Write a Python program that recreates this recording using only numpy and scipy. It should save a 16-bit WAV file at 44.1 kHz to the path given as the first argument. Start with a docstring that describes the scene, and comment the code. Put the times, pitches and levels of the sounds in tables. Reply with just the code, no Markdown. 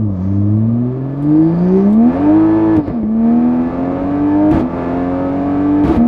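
"""Sports car from the cabin

A turbocharged six-cylinder engine pulls hard through three upshifts. Its firing harmonics boom and
fade as they sweep the cabin's resonances, and unequal cylinders add a rasping growl. Each upshift
cuts the ignition, and unburnt fuel cracks in the exhaust. Behind the engine the turbo hisses,
the floor pan booms, the tyres rumble and something small rattles."""
import sys
import numpy as np
from scipy import signal
from scipy.fft import rfft, irfft, next_fast_len
from scipy.io import wavfile
from scipy.ndimage import uniform_filter1d, map_coordinates

SR = 44100
rng = np.random.default_rng(int(sys.argv[2]) if len(sys.argv) > 2 else 0)


def wav_out(sig):
    """Save sig, one row per channel (or a flat mono array), as 16-bit PCM at SR to the path in sys.argv[1]."""
    wavfile.write(sys.argv[1], SR, np.round(np.clip(np.atleast_2d(sig).T, -1, 1) * 32767).astype(np.int16))


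N = 267773
TIME = np.arange(N) / SR

# Engine speed. Each row: time in seconds, firing rate in Hz.
FIRING_RATE = [(0.0, 112.3), (0.177, 89.8), (0.294, 97.55), (0.496, 103.9), (0.986, 130.7), (1.133, 137.5),
               (1.525, 167), (1.88, 202.3), (2.094, 247.8), (2.221, 289.7), (2.364, 317.7), (2.573, 326),
               (2.743, 324.1), (2.895, 264.3), (3.03, 209.8), (3.132, 221.6), (3.466, 244.3),
               (3.664, 251.9), (3.79, 263.2), (3.95, 271.3), (4.079, 283.8), (4.522, 308.5), (4.617, 246),
               (4.74, 260.4), (4.84, 259.1), (5.302, 277.2), (5.832, 296.1), (5.973, 229.3), (6.07, 241.0)]
# How hard the engine pulls as boost builds and sags. Each row: time in seconds, effort in dB.
EFFORT = [(0, -9), (.11, -8.5), (.2, -6), (1.18, -5.5), (1.3, 1), (1.7, 2), (2.77, 0.74), (2.81, -7),
          (2.92, -10), (3.12, -5.5), (3.26, -1.6), (4.6, 0), (4.69, -5.5), (4.78, 0), (5.9, 1),
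          (6.05, -0.5)]
# Upshifts. Each row: start and end in seconds, gas rush in dB, depth of the ignition cut from 0 to 1.
UPSHIFTS = [(2.758, 2.791, -52.5, .15), (4.518, 4.622, -49, 0.96), (5.848, 5.977, -45.5, 1)]
# Brief swells and dips of the rougher layers. Each row: centre and half length in seconds, gain in dB.
SWELLS = [(0.088, 0.067, -4.5), (0.254, 0.12, 4), (1.749, .1, 1.5), (1.963, .08, -5), (2.194, 0.15, 2),
          (2.83, 0.031, -6), (3.09, 0.12, -7), (4.88, .2, 3)]
# The cylinders in firing order. Each entry: excess blow strength as a share of the mean.
CYLINDER_EXCESS = [0.46, -0.54, 0.021, 0.18, -0.25, -0.39]
# The loudest exhaust cracks. Each row: start in seconds, relative level in dB.
CRACKS = [(2.766, -4.5), (2.802, -13.5), (2.879, -7), (2.899, -10), (3.031, -10.5), (4.513, -4),
          (4.521, -6.5), (4.541, -7.5), (4.606, -13), (5.838, -5), (5.849, -5.5), (5.879, -6.5),
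          (5.895, -6.5), (5.963, -5)]
# Turbo whistles. Each row: peak time and half length in seconds, pitch and width in Hz, dB over the hiss.
WHISTLES = [(0.283, 0.25, 5500, 3000, -1), (1.539, .3, 4658, 648, -0.5), (1.75, 0.17, 5400, 2410, -2),
            (2.88, 0.11, 4210, 2200, 7)]
# Ticks of loose objects. Each row: start in seconds, relative level in dB.
RATTLES = [(1.224, -50.5), (1.757, -53.5), (1.901, -52), (1.927, -46.5), (2.14, -58.5)]

# Spectral outlines. Each row: frequency in Hz, relative gain in dB.
NOTE_PATH = [(85, -32.5), (135, -21), (160, -20), (182, -16), (215, -16.5), (330, -22), (430, -31.5),
             (640, -35), (1000, -27.5)]  # from engine to cabin
EXHAUST_PATH = [(35, -10.5), (55, -5.5), (85, -2.5), (107, 3), (135, -1), (165, 2), (250, 3.5), (320, -4),
                (500, 2.5), (680, -6), (1000, -17.5), (1300, -21), (1900, -31.5), (2400, -34),
                (3200, -38.5), (6000, -65)]  # through pipe and body
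RASP_SPECTRUM = [(200, -30), (500, -7), (1000, 5), (1400, -1), (2000, -6), (2400, -7.5), (3000, -19.5),
                 (4200, -24.5), (6000, -35.5), (10000, -53), (15000, -72.5)]
THUMP_SPECTRUM = [(25, -8.5), (55, 8.5), (95, 10), (170, 6), (280, 7), (450, -2), (700, -6.5), (1200, -32),
                  (2000, -15), (4000, -35), (8000, -56), (15000, -77.5)]
SPIT_SPECTRUM = [(1000, -18.5), (2500, 6.5), (5000, -8), (8500, -16.5), (11000, -14.5), (14000, -17.5),
                 (16000, -36)]
HISS_SPECTRUM = [(1500, -33.5), (3000, 6.5), (4600, 0), (5600, -7), (7000, -9), (8800, -13), (10500, -26.5),
                 (15000, -36.5)]
FLOOR_SPECTRUM = [(20, -14), (35, -3.5), (54, -0.5), (75, -6.5), (125, -9.5), (200, -23.5), (600, -66)]
TYRE_SPECTRUM = [(20, -28.5), (35, -11), (58, 2), (80, -6.5), (130, -3), (250, 4.5), (430, -5), (640, -2.5),
                 (780, -20), (1200, -16), (1450, -36), (4000, -56), (9000, -87.5)]
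TICK_SPECTRUM = [(1500, -6.5), (3500, 6.5), (6000, -7), (9000, -1), (13000, -10), (16000, -9)]

# Resonances and dead spots. Each row: centre in Hz, width in Hz, gain in dB.
NOTE_MODES = [(103.5, 37, 21), (155, 2.8, -6), (236.3, 69, 10.5), (257.45, 8, -14.5), (276.5, 26.5, -8),
              (315.3, 62.5, 15.5), (341, 18.5, -16), (382.7, 29.5, 14), (462.8, 25, 9), (547.7, 24, 11),
              (585, 12, -8), (610.7, 22, 15), (704.7, 80, 17.5), (898, 42, 11)]  # on the firing note's path
CABIN_MODES = [(319.2, 44, 17), (375.7, 3.4, -14), (439.5, 21, 6), (490, 130, -8), (540, 5.9, 3),
               (611.7, 12, 4.5), (702, 54, 9.5), (886, 91, 9.5), (1162, 60, 9), (1279, 13, 11),
               (1567, 41, 4.5), (1729, 24, 12.5), (1924, 27, -11.5), (1959, 58, 5)]
EXHAUST_RING = [(318, 51, 9)]

# How layers follow the engine. Each row: level in dB at HIGH_REVS_HZ, dB per octave of revs,
# dB per dB of effort, dB added by a full ignition cut, share of the swells.
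GROWL_LAW = (-18.5, 6, 0.77, 4, 0.5)
RASP_LAW = (-29, 8, 0.57, 6, 1)
TURBO_LAW = (-56, 2, 0.8, 12, 0.54)
FLOOR_LAW = (-34.5, 3.5, 1, 4, -1)
HIGH_REVS_HZ = 324  # a firing rate


def firing_note(cycles, firing_hz, flutter_db=0.73, cut_db=-10.5):
    """Forced resonance: three firing harmonics swell and fade as they sweep the cabin's modes."""
    level_db = curve(EFFORT) + cut_db * ignition_cut()
    note = np.zeros(N)
    for k, harmonic_db in [(1, 0), (2, -1), (3, -7)]:
        path_db = response(k * firing_hz, NOTE_PATH, NOTE_MODES)
        db = level_db + harmonic_db + path_db + flutter_db * wobble(45)
        note += np.sqrt(2) * amp(db) * np.sin(2 * np.pi * k * cycles)
    return note


def growl(cycles, firing_hz, octaves, even_share=0.21, corner_harmonic=8):
    """Amplitude modulation: unequal exhaust blows put sidebands between the firing harmonics."""
    firing = np.round(cycles).astype(int)
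    imbalance = np.maximum(1.09 + 0.42 * octaves, 0)
    roughness = 0.11 + 0.04 * octaves + 0.65 * ignition_cut()
    pattern = np.array(CYLINDER_EXCESS) - np.mean(CYLINDER_EXCESS)
    chance = rng.standard_normal(firing[-1] + 1)
    excess = imbalance * pattern[firing % len(pattern)] + roughness * chance[firing]
    # a valve opens over a fixed crank angle, so the blows are duller at low revs
    harmonics = [np.cos(2 * np.pi * k * cycles) / (1 + (k / corner_harmonic) ** 4) for k in range(1, 17)]
    blow = 0.5 + sum(harmonics)
    overtones = sum(harmonics[3:])  # above the firing note's three
    pulses = excess * blow + even_share * overtones
    # equal power whether the blows are even or ragged, slow or fast
    power = (imbalance ** 2 * np.var(pattern) + roughness ** 2 + even_share ** 2) / firing_hz
    return unit(colour(pulses / np.sqrt(power), EXHAUST_PATH, CABIN_MODES))


def rasp(cycles, firing_hz, puff_depth=0.16, turbulence=0.75, points=1024):
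    """Periodic noise: valves and injectors clatter alike each cycle; turbulent gas puffs at each blow."""
    cycle_phase = cycles / len(CYLINDER_EXCESS) % 1
    one_cycle = rng.standard_normal(points)
    clatter = map_coordinates(one_cycle, [cycle_phase * points], mode="grid-wrap") * np.sqrt(firing_hz)
    gas = turbulence * rng.standard_normal(N)
    puffs = np.exp(puff_depth * np.cos(2 * np.pi * cycles))
    return unit(colour(puffs * (unit(clatter) + gas), RASP_SPECTRUM, CABIN_MODES))


def exhaust_cracks(push_db=30, tail_db=2, silencer_hz=1120):
    """Impulse excitation: unburnt fuel goes off and rings the pipe; the silencer dulls it to a thump."""
    pops = CRACKS + sputter()
    pushes = np.zeros(N)
    for start, db in pops:
        pushes[round(start * SR)] = amp(db + push_db)
    tails = amp(tail_db) * bursts(pops, t60=0.08) * rng.standard_normal(N)
    silencer = signal.butter(2, silencer_hz, fs=SR, output="sos")
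    thumps = colour(signal.sosfilt(silencer, pushes + tails), THUMP_SPECTRUM, EXHAUST_RING)
    return scatter(thumps, delay_s=0.0033, feedback=0.8)


def sputter(pops_per_s=48, mean_db=-10, spread_db=2.5):
    """Irregular combustion: small pops dot each cut. Each row: start in seconds, relative level in dB."""
    pops = []
    for start, end, _, _ in UPSHIFTS:
        jitter, strength = rng.standard_normal((16, 2)).T
        times = start + (np.arange(len(jitter)) + 1 + 0.3 * jitter) / pops_per_s
        levels = mean_db + spread_db * strength
        pops += [(s, db) for s, db in zip(times, levels) if s < end]
    return pops


def exhaust_spit():
    """Flow noise: gas rushes during each upshift, and only the hardest cracks add a bright snap."""
    rush = sum(amp(db) * gate(start, end) for start, end, db, _ in UPSHIFTS)
    snaps = bursts([(start, -18 + 3.5 * db) for start, db in CRACKS], t60=0.028)
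    return (rush * amp(1.7 * wobble(120)) + snaps) * noise(SPIT_SPECTRUM)


def turbo(flutter_db=1.1):
    """Flow noise: intake air hisses, and whistling bands swell on it as boost builds or vents."""
    air = noise(HISS_SPECTRUM)
    for peak_s, half_s, hz, width_hz, db in WHISTLES:
        band = unit(wobble(width_hz) * np.sin(2 * np.pi * hz * TIME))
        air += amp(db) * band * bell_curve(peak_s, half_s)
    return air * amp(flutter_db * wobble(71))


def floor_boom():
    """Forced vibration: the exhaust flow shakes the floor pan, which radiates low noise."""
    return noise(FLOOR_SPECTRUM)


def tyre_rumble(start_db=-27.5, rise_db_per_s=0.15, wander_db=2.5):
    """Rolling noise: the tyres' rumble wavers and slowly grows as the car gathers speed."""
    level_db = start_db + rise_db_per_s * TIME - wander_db * wobble(3.5)
    return amp(level_db) * noise(TYRE_SPECTRUM)


def rattles(gain_db=0.5):
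    """Damped impacts: loose objects tick under the acceleration."""
    return amp(gain_db) * bursts(RATTLES, t60=0.12) * noise(TICK_SPECTRUM)


def scatter(x, delay_s, feedback):
    """All-pass reflection: cabin echoes spread a sound without colouring it; feedback 0 only delays."""
    size = next_fast_len(N + 8192)
    echo = np.exp(-2j * np.pi * np.fft.rfftfreq(size, 1 / SR) * delay_s)
    return irfft(rfft(x, size) * (feedback + echo) / (1 + feedback * echo), size)[:N]


def drive(law, octaves):
    """Gains multiply, so revs, effort, ignition cuts and swells add in decibels."""
    base_db, per_octave, per_effort, cut_db, swell_share = law
    running_db = base_db + per_octave * octaves + per_effort * curve(EFFORT)
    swell_db = sum(db * bell_curve(centre_s, half_s) for centre_s, half_s, db in SWELLS)
    return amp(running_db + cut_db * ignition_cut() + swell_share * swell_db)


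def ignition_cut():
    """Gating: how far the upshifts cut the ignition, from 0 to 1."""
    return sum(depth * gate(start, end) for start, end, _, depth in UPSHIFTS)


def gate(start, end, attack_s=0.025, release_s=0.04):
    """Trapezoidal envelope of one upshift, from 0 to 1."""
    return np.clip(np.minimum((TIME - start) / attack_s, (end - TIME) / release_s) + 0.5, 0, 1)


def bell_curve(centre_s, half_s):
    """Gaussian envelope, down to 1/e at half_s from its centre."""
    return np.exp(-((TIME - centre_s) / half_s) ** 2)


def bursts(events, t60):
    """Exponential decay: the envelope jumps at each event and falls 60 dB in t60 seconds."""
    return sum(amp(db - 60 * np.abs(TIME - start) / t60) * (TIME >= start) for start, db in events)


def response(hz, spectrum, modes):
    """Frequency response in dB: an outline plus a Lorentzian peak or dip for each mode."""
    outline_hz, outline_db = np.transpose(spectrum)
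    db = np.interp(np.log(hz + 1), np.log(outline_hz), outline_db)
    return db + sum(peak / (1 + (2 * (hz - centre) / width) ** 2) for centre, width, peak in modes)


def colour(x, spectrum, modes=()):
    """Minimum-phase filtering: folding the cepstrum makes the response causal."""
    size = 2 * next_fast_len(N // 2 + 8192)
    gain = amp(response(np.fft.rfftfreq(size, 1 / SR), spectrum, modes))
    cepstrum = irfft(np.log(gain))
    cepstrum[1:size // 2] *= 2
    cepstrum[size // 2 + 1:] = 0
    return irfft(rfft(x, size) * np.exp(rfft(cepstrum)))[:N]


def noise(spectrum):
    """Filtered white noise at rms 1."""
    return unit(colour(rng.standard_normal(N), spectrum))


def wobble(rate):
    """Smooth random modulation with rate knots a second."""
    return map_coordinates(rng.standard_normal(int(N * rate / SR) + 4), [TIME * rate])


def curve(rows):
    """Linear interpolation of a time table at every sample."""
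    return np.interp(TIME, *np.transpose(rows))


def amp(db):
    """Decibels to amplitude ratio."""
    return 10 ** (np.asarray(db) / 20)


def unit(x):
    """Normalisation to rms 1."""
    return x / np.sqrt(np.mean(x ** 2) + 1e-20)


def scene():
    """Superposition: note, growl and rasp share one count of firings, and the other sources add on."""
    firing_hz = curve(FIRING_RATE)
    octaves = np.log2(firing_hz / HIGH_REVS_HZ)
    cycles = np.cumsum(firing_hz * (1 + 0.002 * wobble(30))) / SR
    engine = firing_note(cycles, firing_hz)
    blows = scatter(growl(cycles, firing_hz, octaves), delay_s=0.0043, feedback=0)  # roof to floor
    engine += drive(GROWL_LAW, octaves) * scatter(blows, delay_s=0.0094, feedback=0.5)  # door to door
    engine += drive(RASP_LAW, octaves) * rasp(cycles, firing_hz)
    floor = drive(FLOOR_LAW, octaves) * floor_boom()
    air = drive(TURBO_LAW, octaves) * turbo()
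    return (engine + floor + air + exhaust_cracks() + exhaust_spit() + tyre_rumble() + rattles())[None]


def record(dry, threshold_db=-29, cut_db_per_db=0.12, average_s=0.046, top_hz=15750):
    """Compression and saturation: loud passages ease down, peaks round off, and the band ends at top_hz."""
    power = np.abs(uniform_filter1d(dry ** 2, int(average_s * SR)))
    over_db = np.maximum(10 * np.log10(power + 1e-12) - threshold_db, 0)
    compressed = dry * amp(-cut_db_per_db * over_db)
    rounded = compressed / (1 + np.abs(compressed) ** 12) ** (1 / 12)
    size = next_fast_len(N + 8192)
    passband = np.fft.rfftfreq(size, 1 / SR) < top_hz
    return irfft(rfft(rounded, size) * passband, size)[:, :N]


dry = scene()
out = record(dry)
wav_out(out)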